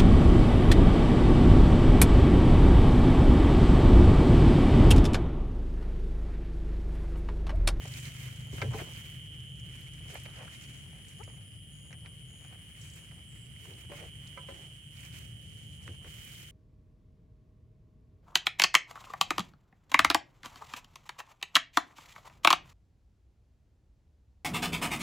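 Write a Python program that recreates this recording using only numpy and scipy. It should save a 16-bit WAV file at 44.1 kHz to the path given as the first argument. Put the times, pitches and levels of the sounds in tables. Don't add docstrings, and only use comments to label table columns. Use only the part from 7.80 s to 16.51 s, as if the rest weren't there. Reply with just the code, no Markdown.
import sys
import numpy as np
from scipy import signal
from scipy.fft import rfft, irfft, next_fast_len
from scipy.io import wavfile
from scipy.ndimage import uniform_filter1d

SR = 44100
rng = np.random.default_rng(int(sys.argv[2]) if len(sys.argv) > 2 else 0)


def materialize(psi):
    bounded = np.clip(np.atleast_2d(psi).T, -1, 1)
    quanta = np.round(bounded * 32767).astype(np.int16)
    wavfile.write(sys.argv[1], SR, quanta)


N = 384111
T = np.arange(N) / SR


def undb(db):
    return 10 ** (np.asarray(db) / 20)


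def unit(x):
    return x / np.sqrt(np.mean(x ** 2))


def curves(table):
    s, *columns = np.transpose(table)
    return [np.interp(T, s, c) for c in columns]


def pan(db):
    return undb(np.array([[db], [-db]]) / 2)


def add(out, s, x):
    i = max(int(s * SR), 0)
    out[:, i:i + x.shape[-1]] += x[..., :N - i]


def colour(x, points):
    size = next_fast_len(x.shape[-1])
    hz, db = np.transpose(points)
    gain = undb(np.interp(np.log(np.fft.rfftfreq(size, 1 / SR) + 1), np.log(hz), db))
    return irfft(rfft(x, size) * gain, size)[..., :x.shape[-1]]


def resonate(x, hz, width_hz):
    b, a = signal.iirpeak(hz, hz / width_hz, fs=SR)
    return signal.lfilter(b, a, signal.lfilter(b, a, x))


def walk(rate):
    k = int(SR / rate)
    return unit(uniform_filter1d(np.repeat(rng.standard_normal(N // k + 2), k), k)[:N])


def crackle(per_s, spread_db, tail_s):
    ticks = (rng.random(N) < per_s / SR) * undb(np.minimum(spread_db * rng.exponential(size=N), 22))
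    power = signal.fftconvolve(ticks ** 2, np.exp(-T[:SR // 50] / tail_s))[:N]
    return unit(np.sqrt(np.abs(power)))


# frequency in Hz, side minus mid level in dB.
PORT_DIFFERENCE = [(30, -5), (110, -14), (300, -8), (700, 0), (1400, 4.5), (3000, 0.5)]
def diffuse(size):
    mid, side = rng.standard_normal((2, size))
    side = colour(side, PORT_DIFFERENCE)
    return np.array([mid + side, mid - side])


def nearby(size, scatter_db=-2.5):
    return rng.standard_normal(size) + undb(scatter_db) * diffuse(size)


def scatter(x, decay_s, wet_db, pan_db, lag_ms):
    t = T[:SR // 4]
    echoes = rng.standard_normal((2, len(t))) * np.exp(-t / decay_s)
    wet = unit(signal.fftconvolve(x[None], echoes, axes=1)[:, :N])
    direct = np.array([x, np.roll(x, round(lag_ms * SR / 1000))])
    return unit(unit(direct) + undb(wet_db) * wet) * pan(pan_db)


# frequency in Hz, relative density in dB.
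RUMBLE_SPECTRUM = [(13, -67), (22, -43), (40, -69), (50, -4.5), (123, 1), (151, -2.5), (174, -8),
                   (216, -15.5), (366, -25.5), (592, -31), (900, -41.5), (1170, -91), (1980, -120)]
AIR_SPECTRUM = [(200, -25), (500, -12), (850, -30), (2000, -20), (3900, -30), (7000, -17.5), (8600, -7.5),
                (10300, -8), (11800, -22.5), (15500, -24)]
# time in seconds, relative level in dB.
RUMBLE_LEVELS = [(0, -47.5), (.7, -46), (.9, -37.5), (1.1, -47.5), (1.75, -47), (2.8, -47.5), (4.8, -50),
                 (6.4, -48.5), (7.1, -52.5), (7.35, -47), (8.3, -49), (8.71, -53)]
# time in seconds, firings per second, level in dB.
ENGINE_RUN = [(0, 25, -43.5), (.7, 25.6, -45), (1.3, 26.1, -53), (1.8, 25.7, -50.5), (3, 27.8, -64.5),
              (8.71, 31, -61.5)]
# multiple of the firing rate, relative level in dB.
ENGINE_HARMONICS = [(3, -16), (4, -7.5), (5, 0), (6, -5.5)]
def distance():
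    rumble = unit(colour(diffuse(N), RUMBLE_SPECTRUM)) * undb(curves(RUMBLE_LEVELS)[0] - .86)
    rate, engine_db = curves(ENGINE_RUN)
    firings = np.cumsum(rate * (1 + .005 * walk(12))) / SR
    hum = sum(np.sin(2 * np.pi * k * firings) * undb(db + .5 * walk(6.3)) for k, db in ENGINE_HARMONICS)
    air = unit(colour(diffuse(N), AIR_SPECTRUM)) * undb(-66 + .17 * walk(4.5))
    return (rumble + unit(hum) * undb(engine_db)) * pan(.94) + air


def wings(hz, rate, fall, duty, jitter, rough_db, slip):
    turns = np.cumsum(rate * (1 + jitter * walk(60))) / SR
    stroke = turns.astype(int)
    offset, strength = rng.standard_normal((stroke[-1] + 1, 2))[stroke].T
    progress = np.minimum(turns % 1 / duty, 1)
    cycles = np.cumsum(hz * (1 - fall * (progress - .5))) / SR
    phase = cycles - cycles[np.searchsorted(stroke, stroke)] + slip * offset
    return unit(np.sin(np.pi * progress) * undb(rough_db * strength) * np.sin(2 * np.pi * phase))


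# middle in seconds, half-length in seconds, level in dB.
SLOW_PHRASES = [(3.42, .11, -79), (3.72, .09, -81), (4.01, .09, -81), (4.27, .05, -82), (4.66, .07, -83),
                (5.35, .1, -81), (5.66, .07, -81)]
def slow_singer():
    notes = wings(4930, 26.7, fall=.11, duty=.6, jitter=.1, rough_db=1.5, slip=1)
    phrases = sum(undb(db) * np.exp(-((T - s) / half_s) ** 4) for s, half_s, db in SLOW_PHRASES)
    song = scatter(notes * phrases, .008, wet_db=-7, pan_db=1.5, lag_ms=.2)
    return song * np.sqrt(np.mean(phrases ** 2))


# chirp length in seconds, pitch in Hz, strokes per second,
# fall in each stroke as a share of pitch.
CRICKET_VOICES = [(.22, 6775, 91, .025), (.2, 7725, 141, .1)]
# start in seconds, relative level in dB, index of the cricket.
CRICKET_CHIRPS = [(.04, -72, 0), (.58, -73, 0), (1.65, -79, 0), (2.81, -72.5, 0), (3.36, -71.5, 0),
                  (3.916, -70.5, 0), (4.472, -70, 0), (4.99, -68.5, 1), (5.03, -74, 0), (5.48, -69, 1),
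                  (7.78, -78, 0)]
def crickets():
    out = np.zeros((2, N))
    port_cycles = np.array([[0], [.2]])
    for s, db, which in CRICKET_CHIRPS:
        length, hz, rate, fall = CRICKET_VOICES[which]
        t = T[:int(length * SR)]
        progress = np.minimum(t * rate % 1 / .75, 1)
        slip = rng.random(64)[(t * rate).astype(int) % 64]
        phase = np.cumsum(hz * (1 - fall * (progress - .5))) / SR + slip
        strokes = np.sin(np.pi * progress) * signal.windows.tukey(len(t), .1)
        add(out, s, undb(db + 10.5) * strokes * np.sin(2 * np.pi * (phase + port_cycles)))
    return out


# pitch in Hz, strokes per second, fall as a share of pitch, duty cycle,
# jitter as a share of stroke rate, throbs per second, throb depth in dB, pan in dB, right lag in ms.
TRILLS = [(10380, 131.3, .12, .75, .002, 0, 0, 3, .38), (9680, 100.9, .1, .6, .002, 0, 0, 5, .41),
          (9270, 122.6, .09, .7, .01, 7.7, 8, 4, .34), (8500, 127, .08, .65, .04, 8.1, 6, 7, .25),
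          (10850, 118, .08, .7, .02, 0, 0, 0, .1), (15050, 100.9, .1, .65, .01, 0, 0, 0, .3),
          (9650, 120, .1, .7, .02, 0, 0, 3, .3)]
# time faced in seconds, half-width in seconds,
# level when faced in dB, level when turned away in dB.
TRILL_FACING = [(3.62, 1.1, -66.5, -75.5), (3.2, 2.6, -70, -79), (4.3, 1.7, -68, -85),
                (6.35, 1.9, -72, -87), (5, 1.2, -74.5, -85), (3.6, 2.2, -81, -90), (6.1, .22, -71, -95)]
def bush_crickets(sag_per_s=.004):
    out = 0
    for trill, (faced_s, width_s, faced_db, away_db) in zip(TRILLS, TRILL_FACING):
        hz, rate, fall, duty, jitter, throb_rate, throb_db, pan_db, lag_ms = trill
        t = T - faced_s
        pitch = hz * (1 - sag_per_s * t + .005 * walk(3))
        throbs = throb_rate * t + .08 * walk(3)
        song = wings(pitch, rate, fall, duty, jitter, rough_db=1.5, slip=1)
        song *= undb(throb_db * np.cos(2 * np.pi * throbs) + .7 * walk(3))
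        level_db = away_db + (faced_db - away_db) / (1 + (t / width_s) ** 2)
        out = out + scatter(song, .008, -12, pan_db, lag_ms) * undb(level_db)
    return out


# time in seconds, relative level in dB, pan in dB.
DRONE_LEVELS = [(0.0, -54, 3), (0.56, -55.5, 2), (1.19, -51, 0.5), (1.82, -53, -1), (3.06, -58, 8),
                (3.42, -59, 1), (4.95, -59.5, 7.5), (5.63, -59.5, -3), (6.65, -53.5, -5), (6.99, -57, -3),
                (7.37, -59.5, -12), (8.05, -57.5, -3.5), (8.42, -56.5, -8), (8.71, -58, 4)]
def mole_crickets():
    near = wings(3075, 154.1, fall=.085, duty=.7, jitter=.003, rough_db=1.2, slip=.21)
    near = scatter(near, .015, wet_db=-14, pan_db=1, lag_ms=-.34)
    far = wings(2980, 124, fall=.07, duty=.85, jitter=.03, rough_db=2, slip=1)
    far += wings(3120, 143, fall=.07, duty=.7, jitter=.03, rough_db=2, slip=1)
    far = scatter(far, .04, wet_db=3, pan_db=1, lag_ms=.1)
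    drone_db, pan_db = curves(DRONE_LEVELS)
    near *= undb(drone_db - .7 + np.array([pan_db, -pan_db]) / 2)
    return near + far * undb(.45 * drone_db - 34.1)


# time in seconds, relative level in dB.
STIR_LEVELS = [(0, -64.5), (1.7, -70.5), (3.2, -69.5), (3.7, -75.5), (4.4, -74.5), (5.5, -72.5),
               (8.71, -75)]
STIR_OFFSETS = (-1, -11, 5.5)
# start, swell time and length in seconds,
# then relative levels of ticking, dry hiss and swish in dB.
LIMB_SWEEPS = [(0, 0.049, 0.22, -58, -70, -58), (0.118, .07, 0.059, -57.5, -67, -69),
               (0.298, .04, 0.17, -61, -69, -61), (0.67, 0.058, 0.15, -59.5, -70, -62),
               (0.921, .03, 0.078, -55.5, -65, -57.5), (1.1, 0.07, 0.19, -65.5, -70, -61),
               (1.88, 0.051, 0.22, -68.5, -83, -64.5), (2.255, .055, 0.11, -59.5, -77, -58.5),
               (2.499, 0.06, 0.3, -67.5, -86, -63), (2.694, 0.037, 0.31, -68, -82, -67),
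               (3.24, 0.048, 0.06, -67.5, -79, -70), (4.579, .08, 0.62, -77, -81, -69.5),
               (4.92, 0.11, 0.24, -64.5, -77, -63.5), (5.737, 0.11, 0.18, -66, -73, -64),
               (6.077, 0.084, 0.1, -64, -74, -58), (6.375, 0.097, 0.15, -67, -75, -61.5),
               (6.647, 0.053, 0.2, -68, -81, -69), (7.095, 0.07, 0.29, -64, -72, -61.5),
               (7.56, .06, 0.35, -70.5, -86, -88), (8.01, 0.043, 0.073, -67, -83, -67),
               (8.22, 0.078, 0.41, -62, -67, -61)]
def sweeps(release_s=.12):
    power = (undb(STIR_OFFSETS)[:, None] * undb(curves(STIR_LEVELS)[0])) ** 2
    t = T[:SR]
    for s, swell_s, length, *dbs in LIMB_SWEEPS:
        push = np.minimum(t / swell_s, 1) * np.exp(-np.maximum(t - length, 0) / release_s)
        add(power, s, (undb(dbs)[:, None] * push) ** 2)
    return np.sqrt(power)


# frequency in Hz, relative density in dB.
TICK_SPECTRUM = [(300, 5.5), (1000, -8.5), (2500, 6), (4000, 5), (5200, 4), (6600, 7.5), (8500, 4.5),
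                 (10500, 1), (12000, -3), (15500, -13.5)]
SWISH_SPECTRUM = [(250, 11), (500, 1), (900, -3), (1500, 4), (2200, 6), (2700, 2), (3600, -6.5),
                  (6000, -93)]
def grass():
    ticking, hissing, sliding = sweeps()
    fine_grain = unit(crackle(2100, spread_db=.5, tail_s=.0029) + 4)
    crisp = unit(colour(diffuse(N) * fine_grain, TICK_SPECTRUM)) * ticking * undb(5)
    hiss = unit(resonate(diffuse(N) * fine_grain, 20000, 10000)) * hissing * undb(10)
    rubbing = nearby(N) * unit(crackle(700, spread_db=4, tail_s=.0011) + 5)
    swish = unit(colour(rubbing, SWISH_SPECTRUM)) * sliding
    flicker = undb(1.4 * walk(25) + 1.5 * walk(110))
    return ((crisp + hiss) * pan(.17) + swish * pan(-4.6)) * flicker


def blades():
    ticks = sum(unit(resonate(diffuse(N) * crackle(55, spread_db=5, tail_s=.0012), hz, hz * .6))
                for hz in (2200, 4000, 6000, 7800, 11500))
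    return unit(ticks) * sweeps()[0] * undb(-2.5)


# start in seconds, level in dB, pitch in Hz, decay in seconds.
STALK_SNAPS = [(.2, -42, 7200, .02), (.56, -44.5, 6900, 0.0072), (0.816, -36.5, 4570, .007),
               (.934, -43, 5200, 0.005), (1.797, -47, 6500, 0.0057), (2.016, -52, 3700, 0.0059),
               (2.136, -47, 7500, 0.0045), (2.354, -35, 750, 0.0078), (2.355, -42, 2100, .005),
               (2.678, -38.5, 1410, .008), (2.84, -47, 4660, 0.0065), (2.939, -53, 6500, 0.0056),
               (3.284, -46.5, 7500, 0.015), (3.432, -44, 2130, 0.0098), (3.437, -44, 6900, .009),
               (4.128, -40.5, 1870, 0.011), (4.129, -48, 5900, 0.006), (5.014, -44.5, 6440, 0.02),
               (5.101, -47, 6340, .006), (4.752, -45, 1500, .004), (5.312, -46, 1900, .005),
               (5.599, -47, 1200, 0.002), (5.763, -45, 2200, 0.0038), (5.854, -38, 1090, 0.0023),
               (5.854, -50, 7600, .004), (6.47, -50, 3660, .014), (8.028, -50, 6800, .005),
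               (8.038, -52, 5500, 0.0049)]
def snaps(crack_s=.00037):
    out, t = np.zeros((2, N)), T[:SR // 16]
    for s, db, hz, ring_s in STALK_SNAPS:
        body = unit(resonate(nearby(len(t)), hz, hz * .53))
        add(out, s, body * undb(db) * (np.exp(-t / crack_s) + undb(-9) * np.exp(-t / ring_s)))
    return out


# start in seconds, level in dB, frequency the struck spot favours
# in Hz, pitch ratio as the grip changes, pan in dB.
BUCKET_KNOCKS = [(.817, -33, 1670, 1.015, 2), (0.934, -41.5, 1100, .97, -1), (6.117, -43.5, 650, 1.07, -1),
                 (6.574, -41.5, 1090, 1.005, -6), (6.687, -43, 710, 1.02, 1)]
# frequency in Hz, relative level in dB, decay in seconds.
BUCKET_RESONANCES = [(537, 6, 0.025), (994, -0.5, 0.021), (1222, -0.5, 0.0067), (1315, -4, 0.016),
                     (1547, -3, 0.015), (2056, 3, 0.0092), (2300, 1, 0.0088)]
def bucket(focus_db_per_octave=12.5):
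    out, t = np.zeros((2, N)), T[:SR // 5]
    for s, db, spot_hz, ratio, pan_db in BUCKET_KNOCKS:
        for hz, mode_db, decay in BUCKET_RESONANCES:
            phase = ratio * hz * t + rng.random() + .077 * rng.standard_normal((2, 1))
            gain = undb(db + mode_db - focus_db_per_octave * abs(np.log2(hz / spot_hz)))
            add(out, s, gain * np.sin(2 * np.pi * phase) * np.exp(-t / decay) * pan(pan_db))
    return out


# middle in seconds, half-length in seconds, pitch in Hz, rise per second as a share of pitch.
RUBBER_SLIP = (3.411, 0.0062, 425, 10)
SLIP_HARMONICS = (-53.5, -53, -58, -67)
def squeak():
    out, t = np.zeros((2, N)), T[:SR // 10] - T[SR // 20]
    s, half_s, hz, rise = RUBBER_SLIP
    cycles = np.cumsum(hz * (1 + rise * t)) / SR
    tone = sum(undb(db) * np.sin(2 * np.pi * k * cycles) for k, db in enumerate(SLIP_HARMONICS, 1))
    add(out, s + t[0], tone / np.cosh(t / half_s) * pan(20))
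    return out


# start in seconds, pitch in Hz, rise per second as a share of pitch,
# level in dB, brightness in dB per octave, pan in dB.
AIR_POCKETS = [(0.053, 442, 5.8, -50.5, -3, 0), (.826, 427.3, 0.62, -36.5, -11, 5),
               (.941, 427, 1.3, -37.5, 0.5, 2)]
# multiple of its pitch, relative level in dB, decay in seconds.
CAVITY_MODES = [(0.998, -0.5, 0.04), (1.802, -3, 0.021), (2.38, -7, 0.012), (3.7, -17, 0.0076)]
def plops(flutter_depth=.55):
    out, t = np.zeros((2, N)), T[:SR // 12]
    for s, hz, rise, db, bright_db, pan_db in AIR_POCKETS:
        cycles = np.cumsum(hz * (1 + rise * t)) / SR
        for k, mode_db, decay in CAVITY_MODES:
            flutter = 1 + flutter_depth * unit(uniform_filter1d(rng.standard_normal(len(t)), size=150))
            fade = (1 - np.exp(-t / .0014)) * np.exp(-t / decay) * (1 - (t / t[-1]) ** 2)
            ring = flutter * np.sin(2 * np.pi * k * cycles) * fade
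            add(out, s, ring * undb(db + mode_db + bright_db * np.log2(k)) * pan(pan_db))
    return out


# middle in seconds, half-length in seconds, level in dB, pitch in Hz,
# grit relative to the rub in dB.
SOLE_SLIDES = [(0.998, 0.012, -47, 643, 2.5), (2.325, .025, -57, 487, -8), (2.582, .06, -60.5, 1400, -9),
               (2.618, 0.022, -50, 616, -8), (5.91, 0.033, -56.5, 393, -14), (6.2, 0.016, -56.5, 466, -2),
               (6.236, 0.017, -49.5, 500, -19), (6.809, 0.052, -65.5, 625, -3),
               (8.101, 0.016, -53.5, 370, -17), (8.266, 0.015, -58, 430, -3)]
def scuffs():
    out, t = np.zeros((2, N)), T[:SR // 3] - T[SR // 6]
    for s, half_s, db, hz, grit_db in SOLE_SLIDES:
        rub = unit(resonate(nearby(len(t)), hz, hz * .73))
        grit = unit(resonate(nearby(len(t)), 1660, 1800))
        add(out, s + t[0], (rub + grit * undb(grit_db)) * undb(db) / np.cosh(t / half_s))
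    return out


# start in seconds, pitch in Hz, decay in seconds, level in dB.
HAND_THUMPS = [(0.739, 109, 0.0062, -16.5), (.82, 97.3, 0.085, -29.5), (0.883, 117, 0.022, -20.5),
               (0.941, 102, 0.016, -29), (8.081, 88, 0.038, -35)]
def thumps():
    out, t = np.zeros((2, N)), T[:SR // 4]
    for s, hz, decay, db in HAND_THUMPS:
        fade = (1 - np.exp(-t / .0098)) * np.exp(-t / decay)
        add(out, s, undb(db) * np.sin(2 * np.pi * hz * t) * fade)
    return out


# start in seconds, relative levels of the whole step, its thud
# and its crunch in dB, decay in seconds.
FOOTSTEPS = [(.05, -36, -18, -5, 0.014), (0.481, -45.5, -7, 9, 0.01), (.73, -51, 17, -3, 0.012),
             (.781, -35.5, -14, 7, 0.015), (0.8164, -24, -7, 3, 0.014), (.828, -39.5, 14, -10, 0.014),
             (.85, -47.5, 17.5, -10, 0.0085), (.934, -31, 3, 2, 0.016), (1.012, -28.5, 7.5, 0, 0.0065),
             (1.072, -43, 11.5, -9, 0.0061), (2.352, -29.5, -15, 1, 0.008), (2.455, -33, -10, 1, 0.01),
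             (3.124, -45.5, -22, -3, 0.034), (3.474, -36.5, -24, -19, 0.01), (4.104, -45, -22, 1, 0.02),
             (4.26, -42, -4, 6, .0075), (4.646, -46, -20, 1.5, 0.015), (4.724, -46.5, -20, 0, 0.042),
             (5.312, -43, -17, -6, 0.012), (6.098, -46.5, 11.5, 0, 0.014), (6.116, -35.5, -13, -4, 0.016),
             (6.574, -38, -16, -1, 0.014), (6.686, -43.5, 1.5, 2, 0.069), (8.078, -46.5, -2, 11.5, 0.011),
             (8.246, -53, 2, 13, 0.014)]
def boots(attack_share=.033):
    out, t = np.zeros((2, N)), T[:SR // 4]
    grain = crackle(570, spread_db=1, tail_s=.00065)
    for s, db, thud_db, crunch_db, decay in FOOTSTEPS:
        push = nearby(len(t)) * grain[int(s * SR):][:len(t)]
        fade = (1 - np.exp(-t / (attack_share * decay))) * np.exp(-t / decay)
        thud = unit(resonate(push, 325, 310)) * undb(thud_db) * fade ** .5
        squelch = unit(resonate(push, 610, 720)) * undb(2) * fade
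        crunch = unit(resonate(push, 1380, 1650)) * undb(crunch_db + 1.7) * fade ** 1.5
        add(out, s, (thud + squelch + crunch * pan(1)) * undb(db - 13))
    return out


def pressing(build_s=.086):
    power = undb(-94) ** 2
    for s, db, *_ in FOOTSTEPS:
        power += undb(-40 + .6 * db) ** 2 * np.exp(-2 * np.minimum(np.abs(T - s) / build_s, 20))
    ticks = nearby(N) * crackle(110, spread_db=10, tail_s=.01)
    return unit(resonate(ticks, 490, 1200)) * np.sqrt(power)


def scene():
    insects = mole_crickets() + bush_crickets() + slow_singer() + crickets()
    stalks = grass() + blades() + snaps() + pressing()
    walker = boots() + thumps() + scuffs() + plops() + squeak() + bucket()
    return insects + stalks + walker + distance()


def record(dry):
    left, right = dry
    right = right + undb(2) * resonate(right, 2375, 1470)
    out = signal.sosfilt(signal.butter(2, 26, "high", fs=SR, output="sos"), np.array([left, right]))
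    return signal.sosfilt(signal.ellip(10, .2, 70, 15800, fs=SR, output="sos"), out)


dry = scene()
out = record(dry)
materialize(out)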